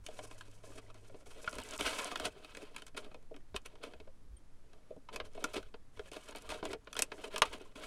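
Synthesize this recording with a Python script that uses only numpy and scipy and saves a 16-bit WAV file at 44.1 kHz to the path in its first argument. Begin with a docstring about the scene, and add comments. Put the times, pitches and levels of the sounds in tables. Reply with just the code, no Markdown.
"""Hands open a small cardboard box close to the microphone, slide out a thin plastic tray and pry an adapter from it.
Snaps, ticks, scuffs and rubbing are shaped noise that rings the box and tray; a thin squeak is a few tones.
The place is a parked car, whose cabin adds a short tail of sparse echoes.
Behind the hands lie jolts of rumble, slow pressure sways, a faint hiss and, at first, a low hum."""
import sys
import numpy as np
from scipy import signal
from scipy.fft import rfft, irfft
from scipy.io import wavfile
from scipy.ndimage import uniform_filter1d

SR = 44100
rng = np.random.default_rng(int(sys.argv[2]) if len(sys.argv) > 2 else 0)


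def volts(x):
    """Linear amplitude factor 10**(x/20) for a level x in dB, scalar or array-like."""
    e = np.asarray(x, float) / 20
    return 10 ** e


def pcm_store(signal):
    """Save signal as 16-bit PCM."""
    levels = np.round(np.clip(np.atleast_2d(signal), -1, 1) * 32767)
    wavfile.write(sys.argv[1], SR, levels.astype(np.int16).T)


N = 346626  # length [samples]
CARD_UNTIL_S = 1.26  # until then fingers rub bare card, later the tray is dragged
HEFT_DULLS = 0.34  # treble lost per heft of a stroke or scuff [dB per dB]


def evened(x):
    """Scales to rms 1."""
    return x / np.sqrt(np.mean(x ** 2) + 1e-20)


def read(points, hz):
    """Reads a table over frequency on a log-frequency axis."""
    f, value = np.transpose(points)
    return np.interp(np.log(hz + 1), np.log(f + 1), value)


def add(mix, s, sound):
    """Mixes a sound in at time s."""
    part = mix[..., round(s * SR):][..., :sound.shape[-1]]
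    part += sound[..., :part.shape[-1]]


def coloured(points):
    """Steady noise of a given spectrum, at rms 1."""
    hz = np.fft.rfftfreq(N, 1 / SR)
    return evened(irfft(rfft(rng.standard_normal(N)) * volts(read(points, hz)), N))


# edges of the low, middle and treble parts of a contact: (low [Hz], middle [Hz], treble [Hz])
SPLITS_HZ = (210, 800, 4500)
# taps and snaps close to the microphone:
# (time [s], level [dB], thud [dB re level], treble [dB re level], panel pitch [Hz])
SNAPS = [(0.064, -38, -11, 6.5, 2840), (0.086, -43.5, 5, -5, 620), (0.189, -32, -1.5, -19, 600),
         (0.311, -41, -6, -8, 610), (0.409, -39, -21, -4, 1610), (0.481, -57, 5, 2, 283),
         (0.636, -51.5, 4, -12, 640), (0.9, -43.5, -2, -23, 1390), (0.943, -52.5, -21, 2, 616),
         (1.096, -52, 6.5, -12, 533), (1.143, -44, 6, -40, 577), (1.266, -46.5, -5, -18, 398),
         (1.443, -38.5, -7, -8, 470), (1.475, -20, -40, -29, 1460), (1.528, -38, 2, -2, 1350),
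         (1.562, -46, 10, -1, 380), (1.584, -31, -6.5, -3.5, 252), (1.6, -39, -19, 2, 353),
         (1.688, -43, -9, 6, 353), (1.795, -33, 1, -27, 396), (1.808, -25, -3, -0.5, 3050),
         (2.157, -27, -20, -4, 3470), (2.198, -29, -5, -3, 610), (2.259, -32, 0, -5, 1520),
         (2.36, -53, 8, -17, 400), (2.446, -39, -13, -4, 290), (2.549, -41, -7, -2, 2420),
         (2.57, -39.5, 0, 1.5, 2460), (2.628, -50.5, 11, 2, 409), (2.745, -44.5, -7.5, -11, 247),
         (2.763, -33, -14, -0.5, 2490), (2.82, -42, -6.5, -1, 3100), (2.866, -46.5, -22, 6.5, 3170),
         (2.946, -46.5, 3, -11, 270), (3.114, -45, -2, -19, 340), (3.144, -42.5, 2.5, -7.5, 497),
         (3.226, -63, 2, 0, 456), (3.311, -64.5, 26, -9, 450), (3.341, -41.5, -2, -23, 282),
         (3.363, -46, -3, -2, 364), (3.404, -61, -10, -13, 1800), (3.486, -65, -3, -5, 2200),
         (3.543, -31.5, -0.5, -37, 394), (3.562, -28, -30, 0.5, 2950), (3.66, -41, -7, 6.5, 2920),
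         (3.754, -46.5, -5, -12, 466), (3.935, -44.5, 3, -11, 493), (4, -44, 2, -10.5, 436),
         (4.073, -47.5, 5, -38, 520), (4.732, -52, 0, -4, 1610), (4.906, -59.5, 23.5, -14, 507),
         (4.963, -63.5, 25, 3, 270), (5.087, -31.5, -15, -25, 610), (5.16, -32, -11, 2, 2640),
         (5.2, -25, -12.5, -19.5, 473), (5.35, -49.5, 3.5, -2, 480), (5.375, -38, 1.5, -36, 648),
         (5.441, -20.5, -6.5, -1.5, 1410), (5.483, -44, -4, -28, 377), (5.628, -47, -2, -3, 1500),
         (5.655, -57, -8, -20, 1500), (5.74, -33.5, -4.5, -25, 477), (5.972, -47, -2, -8, 370),
         (5.993, -35, -2, -12.5, 408), (6.116, -41, -2.5, 0, 557), (6.349, -37, -0.5, -9, 890),
         (6.491, -35, -4, -2, 607), (6.518, -27, -3, -18, 910), (6.627, -27.5, 0, -27, 314),
         (6.653, -31, -1.5, -2.5, 650), (6.731, -28.5, -6, -5.5, 654), (6.745, -40, 4, -26, 438),
         (6.871, -33, -13, -31, 572), (6.929, -38, -32, 4.5, 3350), (6.952, -37, -6, -8, 1440),
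         (6.966, -29, -12, -0.5, 3320), (6.991, -22, -9.5, 5, 586), (7.021, -24.5, -9, 14.5, 2580),
         (7.117, -25, -12.5, -27.5, 423), (7.237, -37.5, -5, -20, 895), (7.341, -38, 0, -10, 630),
         (7.36, -24, -15, -7.5, 1210), (7.38, -28.5, -17, 5.5, 604), (7.419, -8.5, -16.5, -7, 1210),
         (7.607, -41.5, 2, -27, 374), (7.756, -43.5, -4.5, -10, 263)]


def snaps(tick_db=-2, burst_db=-4, ring_db=-7, low_longer=2.06, top_shorter=0.62, ring_cycles=4.55):
    """Each snap is a burst of tiny breaks with a tick on top, and one panel answers at its own pitch."""
    drive, ring, t = np.zeros((3, N)), np.zeros(N), np.arange(4000) / SR
    noise = rng.standard_normal((len(SNAPS), 3, len(t)))
    for (s, db, low_db, top_db, hz), (low, mid, top) in zip(SNAPS, noise):
        # a soft contact has little treble, a dull middle, a slower start and a longer decay
        softness = np.clip(-top_db / 25, 0, 1)
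        t60 = 0.019 + 0.002 * softness
        start = 1 - np.exp(-t / (0.0012 + 0.0037 * softness ** 2))
        dull = np.exp(-2 * np.pi * 6000 * volts(-16 * softness) / SR)
        mid = evened(signal.lfilter([1], [1, -dull], mid))
        # bass rings on, treble dies first
        low = low * volts(low_db - 60 * t / (low_longer * t60))
        burst = start * volts(-60 * t / (top_shorter * t60))
        tick = volts(tick_db - 60 * t / 0.0017)
        top = top * volts(top_db) * (burst + tick)
        fade = start * volts(-60 * t / t60)
        add(drive, s, volts(db + burst_db) * np.array([start * low, fade * mid, top]))
        # the panel forgets after a few cycles
        keep = np.exp(-hz / ring_cycles / SR)
        resonance = [1, -2 * keep * np.cos(2 * np.pi * hz / SR), keep ** 2]
        panel = signal.lfilter([1], resonance, fade ** 2 * mid)
        loudest_db = db + (low_db if hz < SPLITS_HZ[1] else 0)
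        add(ring, s, volts(loudest_db + ring_db) * panel / abs(panel).max())
    return body(drive) + ring


# thin ticks of plastic edges: (time [s], level [dB])
TICKS = [(0.514, -51), (0.694, -61), (1.477, -56), (1.4944, -41), (1.512, -45), (1.5404, -45),
         (1.5547, -42), (1.6174, -45), (1.6362, -42), (1.7095, -38), (1.737, -40), (1.7494, -49),
         (1.7784, -37), (2.0453, -30.5), (2.1748, -43), (3.618, -62), (5.3348, -54), (5.5039, -64),
         (5.535, -44), (6.134, -47), (6.287, -43), (6.31, -46), (6.36, -38), (6.385, -46), (6.422, -43.5),
         (6.847, -62), (6.9445, -44), (7.6162, -52.5)]


def ticks(t60=0.0047):
    """Thin plastic edges catch and let go: treble only, gone in a few ms."""
    drive, t = np.zeros((3, N)), np.arange(1500) / SR
    noise = rng.standard_normal((len(TICKS), len(t)))
    for (s, db), breaks in zip(TICKS, noise):
        add(drive[2], s, breaks * volts(db - 60 * t / t60))
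    return body(drive)


# short scuffs: (time [s], level [dB], heft: low part [dB re level], t60 [s])
SCUFFS = [(0.116, -53.5, -8, 0.11), (0.77, -42.5, 2, 0.052), (1.707, -40.5, 3, 0.047),
          (1.848, -29.5, -5.5, 0.4), (1.975, -31, -14, 0.038), (2.044, -40, 2, 0.11),
          (2.104, -30.5, -1.5, 0.054), (2.242, -24, -6.5, 0.061), (2.772, -45, -5, 0.091),
          (2.868, -49, -20, 0.022), (2.963, -29, -6.5, 0.05), (3.035, -52, 2, 0.053),
          (3.545, -41, -2, 0.094), (3.646, -44.5, -7, 0.078), (3.822, -41, 0.5, 0.18),
          (5.121, -39.5, -5.5, 0.13), (5.243, -48, -13, 0.094), (5.531, -33, -2, 0.069),
          (5.552, -28, 5.5, 0.094), (6.118, -41.5, -5, 0.2), (6.153, -40, 1, 0.036),
          (6.272, -42.5, 0, 0.16), (6.354, -39, -0.5, 0.083), (6.489, -34.5, -6, 0.22),
          (6.699, -38.5, -5, 0.065), (6.966, -35.5, -4, 0.18), (7.231, -38.5, 1, 0.076),
          (7.33, -39.5, 5.5, 0.044), (7.444, -37, -4.5, 0.083), (7.521, -35.5, -0.5, 0.056)]


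def scuffs(swell_s=0.015, treble_db=-10):
    """Short strokes: a cluster of grains swells, then dies."""
    pressure, t = np.zeros((3, N)), np.arange(8000) / SR
    for s, db, low_db, t60 in SCUFFS:
        swell = np.sin(np.pi / 2 * t / swell_s) ** 2
        shape = np.where(t < swell_s, swell, volts(-60 * (t - swell_s) / t60))
        parts_db = np.array([[low_db], [0], [treble_db - HEFT_DULLS * low_db]])
        add(pressure, s, volts(db + parts_db) * shape)
    grains = friction(slips_per_s=640, spread_db=4.0, smooth=0.65, flutter_db=0.0)
    drive = volts(-10.5) * pressure * grains
    return body(drive) + volts(-6) * rasp(drive[1])


# rubbing and sliding strokes:
# (start [s], length [s], start level [dB], end level [dB], heft: low part [dB re level])
STROKES = [(0.036, 0.22, -70, -62.5, 3), (0.263, 0.41, -66, -77, 1.5), (0.629, 0.16, -71.5, -62.5, 4),
           (0.812, 0.096, -76, -70.5, 8), (0.941, .08, -69, -80, 7), (1.021, 0.064, -75, -70, 4.5),
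           (1.102, 0.13, -76, -74.5, 7), (1.255, 0.21, -68, -63.5, 2.5), (1.454, 0.31, -62.5, -54.5, -2.5),
           (1.786, 0.22, -46.5, -50, -3), (1.99, 0.15, -47, -57, -4.5), (2.102, 0.18, -61, -51, 2.5),
           (2.299, 0.34, -71, -63.5, 2.5), (2.61, 0.29, -66, -78, 3.5), (2.984, 0.28, -63, -91.5, 10),
           (3.693, 0.047, -75, -77, 14), (3.742, 0.111, -89, -66, 12), (3.863, 0.22, -68, -92, 12),
           (4.637, 0.31, -84.5, -82.5, 11), (5.112, 0.18, -70, -80.5, 17), (5.308, 0.14, -78.5, -55.5, 4),
           (5.44, 0.25, -60, -76.5, 3.5), (5.928, .16, -74, -65, -2.5), (6.115, 0.2114, -72, -58.5, -3),
           (6.342, 0.2, -71, -58.5, 1.5), (6.536, 0.075, -54, -67, 5), (6.634, 0.082, -55, -63, 11),
           (6.803, 0.33, -80.5, -73, 8), (7.113, 0.1, -66, -62, 5.5), (7.211, 0.071, -61, -58, 2),
           (7.3, 0.1, -63, -59.5, 2), (7.425, 0.16, -61.5, -60, 2), (7.593, 0.13, -66, -74, 5.5),
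           (7.751, 0.13, -62.5, -54, 2)]


def rubbing(edge_s=0.0066, treble_db=-5, card_treble_db=5.5, crackle_db=-3):
    """Fingers and tray slide along the card in strokes that start and stop; bare card hisses brighter."""
    pressure = np.zeros((3, N))
    for s, length, start_db, end_db, heft_db in STROKES:
        t = np.arange(0, length + edge_s, 1 / SR)
        edges = np.clip(np.minimum(t, t[-1] - t) / edge_s, 0, 1)
        shape = edges * volts(start_db + (end_db - start_db) * t / length)
        top_db = treble_db - HEFT_DULLS * heft_db + card_treble_db * (s < CARD_UNTIL_S)
        add(pressure, s, shape * volts([[heft_db], [0], [top_db]]))
    drive = pressure * friction(slips_per_s=700, spread_db=1.0, smooth=1.3, flutter_db=3.1)
    return body(drive) + rasp(drive[1]) + volts(crackle_db) * pressure[1] * crackle()


def friction(slips_per_s, spread_db, smooth, flutter_db):
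    """Stick and slip: many small ticks of uneven size over a smooth hiss, each part fluttering on its own."""
    size = volts(spread_db * np.minimum(rng.exponential(1, N), 4)) * (rng.random(N) < slips_per_s / SR)
    slips = signal.lfilter([1], [1, -np.exp(-1 / (0.0026 * SR))], size)  # each tick dies in a few ms
    wander = uniform_filter1d(uniform_filter1d(rng.standard_normal((3, N)), 600), 600)
    flutter = volts(flutter_db * evened(wander))
    return evened((smooth + evened(slips)) * flutter * rng.standard_normal((3, N)))


def crackle(per_s=150, spread_db=3.5, cycles=6.1, count=16):
    """Small creases give way at random, each with a short pitch of its own."""
    size = volts(spread_db * np.minimum(rng.exponential(1, N), 4)) * (rng.random(N) < per_s / SR)
    crease, t, out = rng.integers(0, count, N), np.arange(1500) / SR, np.zeros(N)
    for k, hz in enumerate(np.geomspace(550, 3800, count)):
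        shape = np.sqrt(hz) * (1 - np.exp(-t / 0.0011)) * np.exp(-t * hz / cycles)
        grain = shape * np.sin(2 * np.pi * hz * t)
        out += signal.oaconvolve(size * (crease == k), grain)[:N]
    return evened(out)


# what the tray's rim adds while it is dragged: (frequency [Hz], width [Hz], level [dB re stroke])
RASP = [(1350, 75, -15.5), (2950, 1000, -6.5)]


def rasp(drive):
    """The dragged rim of the tray answers the friction in two bands, once the bare card is done with."""
    out = np.zeros(N)
    for hz, width, db in RASP:
        b, a = signal.iirpeak(hz, hz / width, SR)
        evening = np.sqrt(SR / (np.pi * width))  # a narrow band passes less noise
        out += volts(db) * evening * signal.lfilter(b, a, drive)
    return out * (np.arange(N) > CARD_UNTIL_S * SR)


def squeak():
    """A few narrow, slightly shaky tones for an instant."""
    out, t = np.zeros(N), np.arange(round(0.025 * SR)) / SR
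    tones = [(3200, -61.5), (8800, -52), (9500, -64)]  # (frequency [Hz], level [dB])
    shake = 1 + 0.28 * np.sin(2 * np.pi * 250 * t)
    shape = np.minimum(t / 0.005, 1) * np.exp(-t / 0.0071) * shake
    add(out, 4.366, shape * sum(volts(db) * np.sin(2 * np.pi * hz * t) for hz, db in tones))
    return out


# what box and tray ring with: (frequency [Hz], width [Hz], relative level [dB])
BODY = [(270, 60, -7.5), (420, 210, 15.5), (610, 47, 16.5), (1004, 66, 7), (1210, 53, 4), (1374, 260, 9.5),
        (1587, 43, 9.5), (2253, 120, 9), (2516, 164, 9.5), (2822, 61, 7), (3180, 440, 7), (4760, 90, -33),
        (5750, 490, 3), (6940, 240, -10), (8440, 340, 5), (11200, 110, -4.5)]
# broad colour under the rings: (frequency [Hz], relative level [dB])
SHELL = [(150, 9.5), (300, 16), (1900, -3), (4000, 3.5), (6500, 7), (10000, 5), (12500, -6), (15500, -28.5),
         (16600, -70)]


def body(drive):
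    """Low, middle and treble drives each ring their share of the box and tray, causally."""
    hz = np.fft.rfftfreq(4096, 1 / SR)
    rings = sum(volts(2 * db) / (1 + (2 * (hz - f) / width) ** 2) for f, width, db in BODY)
    gain = np.sqrt(rings + volts(2 * read(SHELL, hz)))
    low, mid, top = (1 / np.sqrt(1 + (edge / (hz + 1)) ** 10) for edge in SPLITS_HZ)
    shares = np.sqrt(1 - mid ** 2) * low, mid * np.sqrt(1 - top ** 2), top
    out = np.zeros(N)
    for x, share in zip(drive, shares):
        # minimum phase: the response starts at once and nothing sounds ahead of the contact
        log_gain = np.log(np.maximum(gain * share, 1e-5))
        circle = np.concatenate([log_gain, log_gain[-2:0:-1]])
        taps = np.fft.ifft(np.exp(np.conj(signal.hilbert(circle)))).real[:2048]
        out += signal.oaconvolve(x, taps / np.linalg.norm(taps))[:N]
    return out


# how long the cabin rings: (frequency [Hz], t60 [s])
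CABIN = [(300, 0.092), (1500, 0.076), (5000, 0.049), (12000, 0.047)]


def cabin(x):
    """Sparse echoes of random sign from glass and seats, each band dying at its own speed."""
    taps = np.zeros(SR // 4)
    at = np.arange(80, len(taps) - 20, 20)
    taps[at + rng.integers(0, 20, len(at))] = rng.choice([-1., 1.], len(at))
    hz, t, z = signal.stft(taps, SR, nperseg=128)
    decay = volts(-60 * t / read(CABIN, hz)[:, None])
    tail = signal.istft(z * decay, SR, nperseg=128)[1]
    return signal.oaconvolve(x, tail / np.linalg.norm(tail))[:N]


# jolts of handling that reach the microphone as rumble: (time [s], level [dB])
JOLTS = [(0.02, -53.5), (1.26, -60), (1.6, -51), (1.84, -51), (2.25, -52), (3.22, -70), (3.55, -54),
         (3.98, -59), (4.33, -55), (5.0, -71), (5.21, -53.5), (5.6, -49.5), (6.0, -53.5), (6.5, -52.5),
         (6.7, -54), (6.96, -66), (7.49, -52.5), (7.84, -62)]
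# colour of the rumble: (frequency [Hz], relative level [dB per Hz])
RUMBLE_COLOUR = [(12, -39.5), (25, -8), (50, -6.5), (100, -16), (250, -65)]


def rumble(floor_db=-68, rise_db_per_s=194, fall_db_per_s=149):
    """Each jolt swells and sinks again to the resting rumble."""
    power, t = np.full(N, volts(2 * floor_db)), np.arange(N) / SR
    for s, db in JOLTS:
        below_db = np.maximum((s - t) * rise_db_per_s, (t - s) * fall_db_per_s)
        power += volts(2 * (db - below_db))
    return np.sqrt(power) * coloured(RUMBLE_COLOUR)


# colour of the pressure sways: (frequency [Hz], relative level [dB per Hz])
SWAY_COLOUR = [(2, -24), (8, 9), (20, -11), (35, -15), (100, -72)]


def sways(rms_db=-52):
    """Slow pressure sways in the closed cabin, as steady noise of very low pitch."""
    return volts(rms_db) * coloured(SWAY_COLOUR)


def hum(hz=103, rms_db=-63.5, start_s=0.16, end_s=1.17):
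    """One soft low tone that comes and goes."""
    t = np.arange(N) / SR
    on = np.clip(np.minimum(t - start_s, end_s - t) / 0.029, 0, 1)
    return np.sqrt(2) * on * volts(rms_db) * np.sin(2 * np.pi * hz * t)


# colour of the faint hiss: (frequency [Hz], relative level [dB per Hz])
HISS = [(50, -42.5), (90, 3.5), (150, -1), (283, -4), (767, -14), (1240, -16), (3000, -23.5), (8000, -27),
        (11800, -30), (12300, -54), (16000, -73.5)]


def hiss(rms_db=-68.5):
    """Faint steady noise behind everything, strongest in the bass."""
    return volts(rms_db) * coloured(HISS)


def scene():
    """Hands and packaging in the cabin, over its quiet background."""
    hands = snaps() + ticks() + scuffs() + rubbing() + squeak()
    background = rumble() + sways() + hum() + hiss()
    return (hands + volts(-8.5) * cabin(hands) + background)[None]


def roll_off(x):
    """The treble ends steeply here."""
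    return signal.sosfilt(signal.butter(12, 16500, fs=SR, output="sos"), x)


def record(dry):
    """The microphone's mix, with the band ending at 16 kHz."""
    limited = signal.oaconvolve(dry, signal.firwin(255, 16000, fs=SR)[None], "same")
    return roll_off(limited)


dry = scene()
out = record(dry)
pcm_store(out)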